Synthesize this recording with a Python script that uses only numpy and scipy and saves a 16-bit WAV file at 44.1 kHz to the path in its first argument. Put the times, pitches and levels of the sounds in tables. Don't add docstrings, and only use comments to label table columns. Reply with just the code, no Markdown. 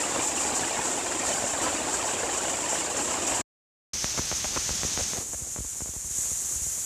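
import sys
import numpy as np
from scipy import signal
from scipy.fft import rfft, irfft
from scipy.io import wavfile
from scipy.ndimage import uniform_filter1d

SR = 44100
rng = np.random.default_rng(int(sys.argv[2]) if len(sys.argv) > 2 else 0)


def generate_wav(sig):
    pcm = np.round(np.clip(np.atleast_2d(sig).T, -1, 1) * 32767).astype(np.int16)
    wavfile.write(sys.argv[1], SR, pcm)


N = 302085
TIME = np.arange(N) / SR
BREAK_START_S, BREAK_END_S = 3.413, 3.934

# time in seconds, relative level in dB.
PATTER_LEVEL = [(0, -31), (.21, -31), (.28, -34.5), (.39, -31), (.86, -32), (1.15, -33), (1.33, -31),
                (1.51, -35), (1.65, -30), (1.85, -32.5), (2.27, -32), (2.58, -34), (2.77, -31),
                (2.86, -33.5), (3.36, -31)]
# frequency in Hz, relative level in dB.
FLY_TONE = [(25, -27), (55, -2.5), (120, -5), (190, -7), (300, -3.5), (410, -3.5), (580, 0), (980, -2),
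            (1250, -7.5), (2100, -8.5), (2850, -7.5), (3300, -11.5), (5000, -14.5), (12000, -34.5)]
# pitch in Hz, relative level in dB.
PLOP_STRENGTH = [(250, -3), (320, 2), (410, -5), (580, 0), (980, 1), (1250, -2.5), (1700, -3), (2050, -5.5),
                 (2350, -4), (2650, -5.5), (2900, -1.5), (3300, -9.5), (5000, -5.5)]
# start in seconds, length in seconds, relative level in dB.
SPLASHES = [(0, 0.052, -35.5), (0.22, 0.071, -31), (0.358, 0.13, -30), (0.552, 0.024, -27.5),
            (0.614, 0.073, -42), (.82, 0.11, -33), (1.258, 0.29, -31.5), (1.617, 0.028, -28),
            (1.929, 0.031, -28.5), (2.051, 0.073, -32.5), (2.33, 0.059, -32.5), (2.488, .02, -32),
            (2.687, .115, -30.5), (2.965, 0.08, -31.5), (3.106, .02, -30.5), (3.266, .012, -26),
            (3.297, 0.069, -31)]
# frequency in Hz, relative level in dB.
SIZZLE_TONE = [(2000, -29.5), (4500, -19.5), (5600, -10), (6400, -7), (7150, 1), (7600, 0), (8400, -7),
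               (9500, -15.5), (10800, -23), (12500, -29.5), (14500, -28.5)]
# start in seconds, relative level in dB, plop pitch in Hz.
BIG_DROPS = [(0.159, -15.5, 537), (0.198, -17, 904), (0.449, -18, 390), (0.609, -16.5, 630),
             (0.631, -16.5, 1720), (0.789, -14, 950), (1.304, -17.5, 570), (1.42, -16, 694),
             (1.438, -14, 550), (1.533, -13.5, 643), (1.61, -15, 334), (1.661, -15, 1030),
             (1.939, -18.5, 1590), (2.055, -17, 713), (2.23, -13, 465), (2.479, -15, 674),
             (2.538, -18, 665), (2.728, -16, 630), (3.139, -19.5, 1080), (3.319, -15, 580)]
# time in seconds, hiss level in dB.
HISS_LEVEL = [(3.93, -31), (4.55, -32), (4.85, -30.5), (5.11, -31), (5.17, -34), (5.42, -36), (5.72, -35),
              (5.93, -36), (6.09, -35.5), (6.16, -28), (6.44, -31), (6.85, -31.5)]
# time in seconds, centre of the hiss in Hz,
# level of the wash in dB, boost of the highest treble in dB.
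LIGHT_RAIN_CHANGES = [(3.93, 5970, -35.5, -0.5), (4.3, 6280, -36, 0), (4.7, 6450, -35, -0.5),
                      (5.05, 6460, -35.5, -2.5), (5.17, 6600, -39.5, 3.5), (5.27, 6960, -50, 1),
                      (6.08, 6920, -51, 2), (6.16, 6960, -46, 1), (6.85, 6900, -47.5, 4)]
# frequency in Hz, relative level in dB.
HISS_TONE = [(2000, -21), (3600, -29), (5000, -21), (5700, -6), (6450, 2), (6950, 5), (7700, 0),
             (8600, -4.5), (10000, -10.5), (12000, -17), (14500, -20.5)]
HISS_CENTRE_HZ = 6900
# frequency in Hz, relative level in dB.
WASH_TONE = [(25, -2), (55, 11.5), (110, 8), (400, -2), (1000, -2.5), (2500, 1), (3500, 2.5), (4600, 4.5),
             (5600, 6.5), (7000, 0), (9000, -29), (14000, -18)]
# start in seconds, smack in dB, length of the sag in seconds,
# flutter in dB, snap in dB, swing in dB. All four levels are relative.
DRIPS = [(4.044, -10, 0.0058, -46, -52, -48), (4.1778, -14.5, 0.017, -29.5, -14, -33),
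         (4.3156, -14, 0.012, -34, -25, -36), (4.4448, -16.5, 0.013, -35, -39, -37),
         (4.5623, -17, 0.015, -25.5, -26, -34), (4.6926, -16, .0138, -43, -22, -31),
         (4.8337, -14.5, 0.017, -41, -17, -41), (4.976, -13.5, 0.036, -34.5, -34, -33),
         (5.1345, -18, 0.051, -40.5, -19, -39), (5.3346, -25, .0138, -41.5, -30, -41),
         (5.5623, -22.5, 0.026, -43, -22, -33), (5.646, -34, 0.0049, -47, -35, -36),
         (5.8064, -26, 0.014, -45, -22.5, -35), (5.8597, -28, .0316, -50, -28.5, -38),
         (5.9384, -35, 0.026, -51, -28, -36), (6.0453, -36, 0.0027, -55, -42, -39),
         (6.253, -39, .003, -55, -50, -45), (6.3012, -43, 0.016, -58, -27, -44),
         (6.666, -33, 0.0019, -52, -39, -37), (6.7786, -37, 0.0087, -47, -55, -59)]
# start in seconds, snap and swing in relative dB.
LONE_FLAPS = [(5.4213, -29.5, -34.5), (5.606, -23.5, -33), (6.1094, -35, -41), (6.1874, -27, -43),
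              (6.5574, -51, -36), (6.616, -46, -34.5)]


def from_db(db):
    return 10 ** (np.asarray(db) / 20)


def rms_one(x):
    return x / np.sqrt(np.mean(x ** 2) + 1e-20)


def in_time(rows):
    times, *columns = np.transpose(rows)
    return [np.interp(TIME, times, column) for column in columns]


def at_hz(tone, hz):
    points, db = np.transpose(tone)
    return np.interp(np.log(np.maximum(hz, 1)), np.log(points), db)


def add(out, start_s, sound):
    part = out[round(start_s * SR):][:len(sound)]
    part += sound[:len(part)]


def drift(rate):
    count = int(6 * rate * N / SR) + 4
    smooth = np.convolve(rng.standard_normal(N // 20)[:count], np.hanning(7), "same")
    return rms_one(np.interp(np.linspace(0, count - 1, N), np.arange(count), smooth))


def through(x, response):
    return signal.oaconvolve(x + 1e-18, response)[:N]


def body(tone, size=4096):
    hz = np.arange(size // 2 + 1) * SR / size
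    cepstrum = irfft(np.log(from_db(at_hz(tone, hz))))
    cepstrum[1:size // 2] *= 2
    cepstrum[size // 2 + 1:] = 0
    response = irfft(np.exp(rfft(cepstrum)))
    return response / np.linalg.norm(response)


def shower(per_s, spread_db):
    sizes = from_db(spread_db * np.minimum(rng.exponential(1, N), 2.15))
    return sizes * rng.choice([-1, 1], N) * (rng.random(N) < per_s / SR)


def swing(hz, t60, size=8192):
    return np.sin(2 * np.pi * hz * TIME[:size]) * from_db(-60 * TIME[:size] / t60)


def fabric_tap(t60, ring_db, size=4096):
    tail = rng.standard_normal(size) * from_db(-60 * TIME[:size] / t60)
    response = from_db(ring_db) * tail / np.linalg.norm(tail)
    response[0] += 1
    return response / np.linalg.norm(response)


def patter(spots=12):
    level_db, = in_time(PATTER_LEVEL)
    drops = shower(per_s=900, spread_db=3.0)
    spot = rng.integers(0, spots, N)
    taps = sum(through(drops * (spot == k), fabric_tap(t60=0.054, ring_db=-0.5)) for k in range(spots))
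    drumming = rms_one(through(taps, body(FLY_TONE)))
    return from_db(level_db - 3.0) * drumming + from_db(level_db - 2.5) * plops()


def ring(clicks, hz, t60):
    decay = from_db(-60 / (t60 * SR))
    angle = 2 * np.pi * hz / SR
    return signal.lfilter([0, np.sin(angle)], [1, -2 * decay * np.cos(angle), decay ** 2], clicks + 1e-18)


def plops(t60_at_1khz=0.061, count=56):
    pitches = np.geomspace(250, 5000, count) * np.exp(rng.normal(0, .01, count))
    drops = shower(per_s=1000, spread_db=5.5)
    chosen_pitch = rng.integers(0, count, N)
    out = np.zeros(N)
    for k, hz in enumerate(pitches):
        t60 = t60_at_1khz * (1000 / hz) ** 0.2
        gain = from_db(at_hz(PLOP_STRENGTH, hz)) / np.sqrt(t60)
        out += gain * ring(drops * (chosen_pitch == k), hz, t60)
    return rms_one(signal.sosfilt(signal.butter(2, 200, "high", fs=SR, output="sos"), out))


def splash_strength(rise_s=0.0023, sink_db_per_s=13.5, t60=0.14):
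    spatter = from_db(-35.5 - 60 * TIME[:SR // 4] / 0.1)
    power = through(np.abs(shower(per_s=21, spread_db=2.0)), spatter ** 2)
    for start_s, length_s, db in SPLASHES:
        age = np.maximum(TIME - start_s, 0)
        fall_db = sink_db_per_s * age + 60 * np.clip(age - length_s, 0, 1) / t60
        power += (np.minimum(age / rise_s, 1) * from_db(db - fall_db)) ** 2
    return np.sqrt(np.abs(power))


def sizzle(steady_db=-32.5):
    spray = through(shower(per_s=20000, spread_db=2.5), body(SIZZLE_TONE))
    strength = np.hypot(from_db(steady_db), splash_strength())
    return strength * rms_one(spray * from_db(0.85 * drift(rate=30)))


def big_drops():
    taps, rings, splats = np.zeros((3, N))
    for start_s, db, hz in BIG_DROPS:
        add(taps, start_s + 0.0018, from_db(db + 9.5) * fabric_tap(t60=0.05, ring_db=2.5))
        add(rings, start_s + 0.003, from_db(db - 9.0) * swing(hz, t60=0.043))
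        add(splats, start_s + 0.002, from_db(db + 11.0) * fabric_tap(t60=0.068, ring_db=7.0))
    dull = signal.butter(2, 1500, fs=SR, output="sos")
    wet = signal.butter(2, [1400, 2300], "band", fs=SR, output="sos")
    return signal.sosfilt(dull, through(taps, body(FLY_TONE))) + rings + signal.sosfilt(wet, splats)


def light_rain():
    centre_hz, wash_db, boost_db = in_time(LIGHT_RAIN_CHANGES)
    hiss_db, = in_time(HISS_LEVEL)
    hz, times, slices = signal.stft(rng.standard_normal(N), SR, nperseg=256)
    pitch_ratio = np.interp(times, TIME, centre_hz) / HISS_CENTRE_HZ
    treble_db = np.interp(hz, [7500, 12000], [0, 1])[:, None] * np.interp(times, TIME, boost_db)
    tone_db = at_hz(HISS_TONE, hz[:, None] / pitch_ratio) + treble_db
    hiss = signal.istft(slices * from_db(tone_db), SR)[1][:N]
    hiss = rms_one(hiss * from_db(0.85 * drift(rate=27)))
    wash = rms_one(through(shower(per_s=12000, spread_db=3.0), body(WASH_TONE)))
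    return from_db(hiss_db) * hiss + from_db(wash_db) * wash


def stirring(rustle_db=-51.5, fade_db_per_s=1.5, billow_db=-53.0):
    band = signal.butter(1, [120, 650], "band", fs=SR, output="sos")
    dull = signal.butter(2, 1200, fs=SR, output="sos")
    rustle = signal.sosfilt(np.vstack([band, dull]), shower(per_s=700, spread_db=-1.0))
    billow = through(shower(per_s=60, spread_db=1.5), swing(hz=78, t60=0.029))
    rustle = rms_one(rustle * from_db(4.4 * drift(rate=10)))
    fading = from_db(rustle_db - fade_db_per_s * (TIME - BREAK_END_S))
    return fading * rustle + from_db(billow_db) * rms_one(billow)


def pulse(rise_s, size=512):
    age = TIME[:size] / rise_s
    return (age * np.exp(1 - age)) ** 2


def drips(firm_db=-16.5):
    out = np.zeros(N)
    for start_s, db, *_ in DRIPS:
        rise_s = 0.00012 * from_db(-0.5 * (db - firm_db))
        add(out, start_s - rise_s, from_db(db + 0.5) * pulse(rise_s))
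        add(out, start_s, -from_db(db - 12.0) * swing(hz=123, t60=0.024))
    return out


def flutters(quiet_share=0.22):
    strength = np.zeros(N)
    for start_s, _, sag_s, db, *_ in DRIPS:
        span_s = [start_s + quiet_share * sag_s, start_s + sag_s]
        strength += from_db(db) * np.interp(TIME, span_s, [0.6, 1.3], left=0, right=0)
    band = signal.butter(1, [380, 800], "band", fs=SR, output="sos")
    dull = signal.butter(2, 2800, fs=SR, output="sos")
    rattle = signal.sosfilt(np.vstack([band, dull]), rng.standard_normal(N))
    return uniform_filter1d(strength, size=40) * rms_one(rattle)


def flaps(typical_hz=65, pitch_scatter=0.11):
    out = np.zeros(N)
    rebounds = [(s + sag_s, snap_db, swing_db) for s, _, sag_s, _, snap_db, swing_db in DRIPS]
    for start_s, snap_db, swing_db in rebounds + list(LONE_FLAPS):
        hz = typical_hz * np.exp(pitch_scatter * rng.standard_normal())
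        add(out, start_s - 0.0004, -from_db(snap_db - 3.5) * pulse(rise_s=0.00071))
        add(out, start_s + 0.0013, from_db(swing_db + 6.5) * swing(hz, t60=0.077))
    return out


def scene():
    fade_out = np.exp(-np.clip((TIME - BREAK_START_S) / 0.0018, 0, 30))
    fade_in = np.clip((TIME - BREAK_END_S) / 0.002 + 0.5, 0, 1)
    heavy = patter() + big_drops() + sizzle()
    light = light_rain() + drips() + flaps() + flutters() + stirring()
    return np.tile(fade_out * heavy + fade_in * light, (2, 1))


def record(dry, lowest_hz=36, highest_hz=14300):
    thinned = signal.sosfilt(signal.butter(2, lowest_hz, "high", fs=SR, output="sos"), dry)
    return signal.sosfilt(signal.ellip(12, .1, 80, highest_hz, fs=SR, output="sos"), thinned)


dry = scene()
out = record(dry)
generate_wav(out)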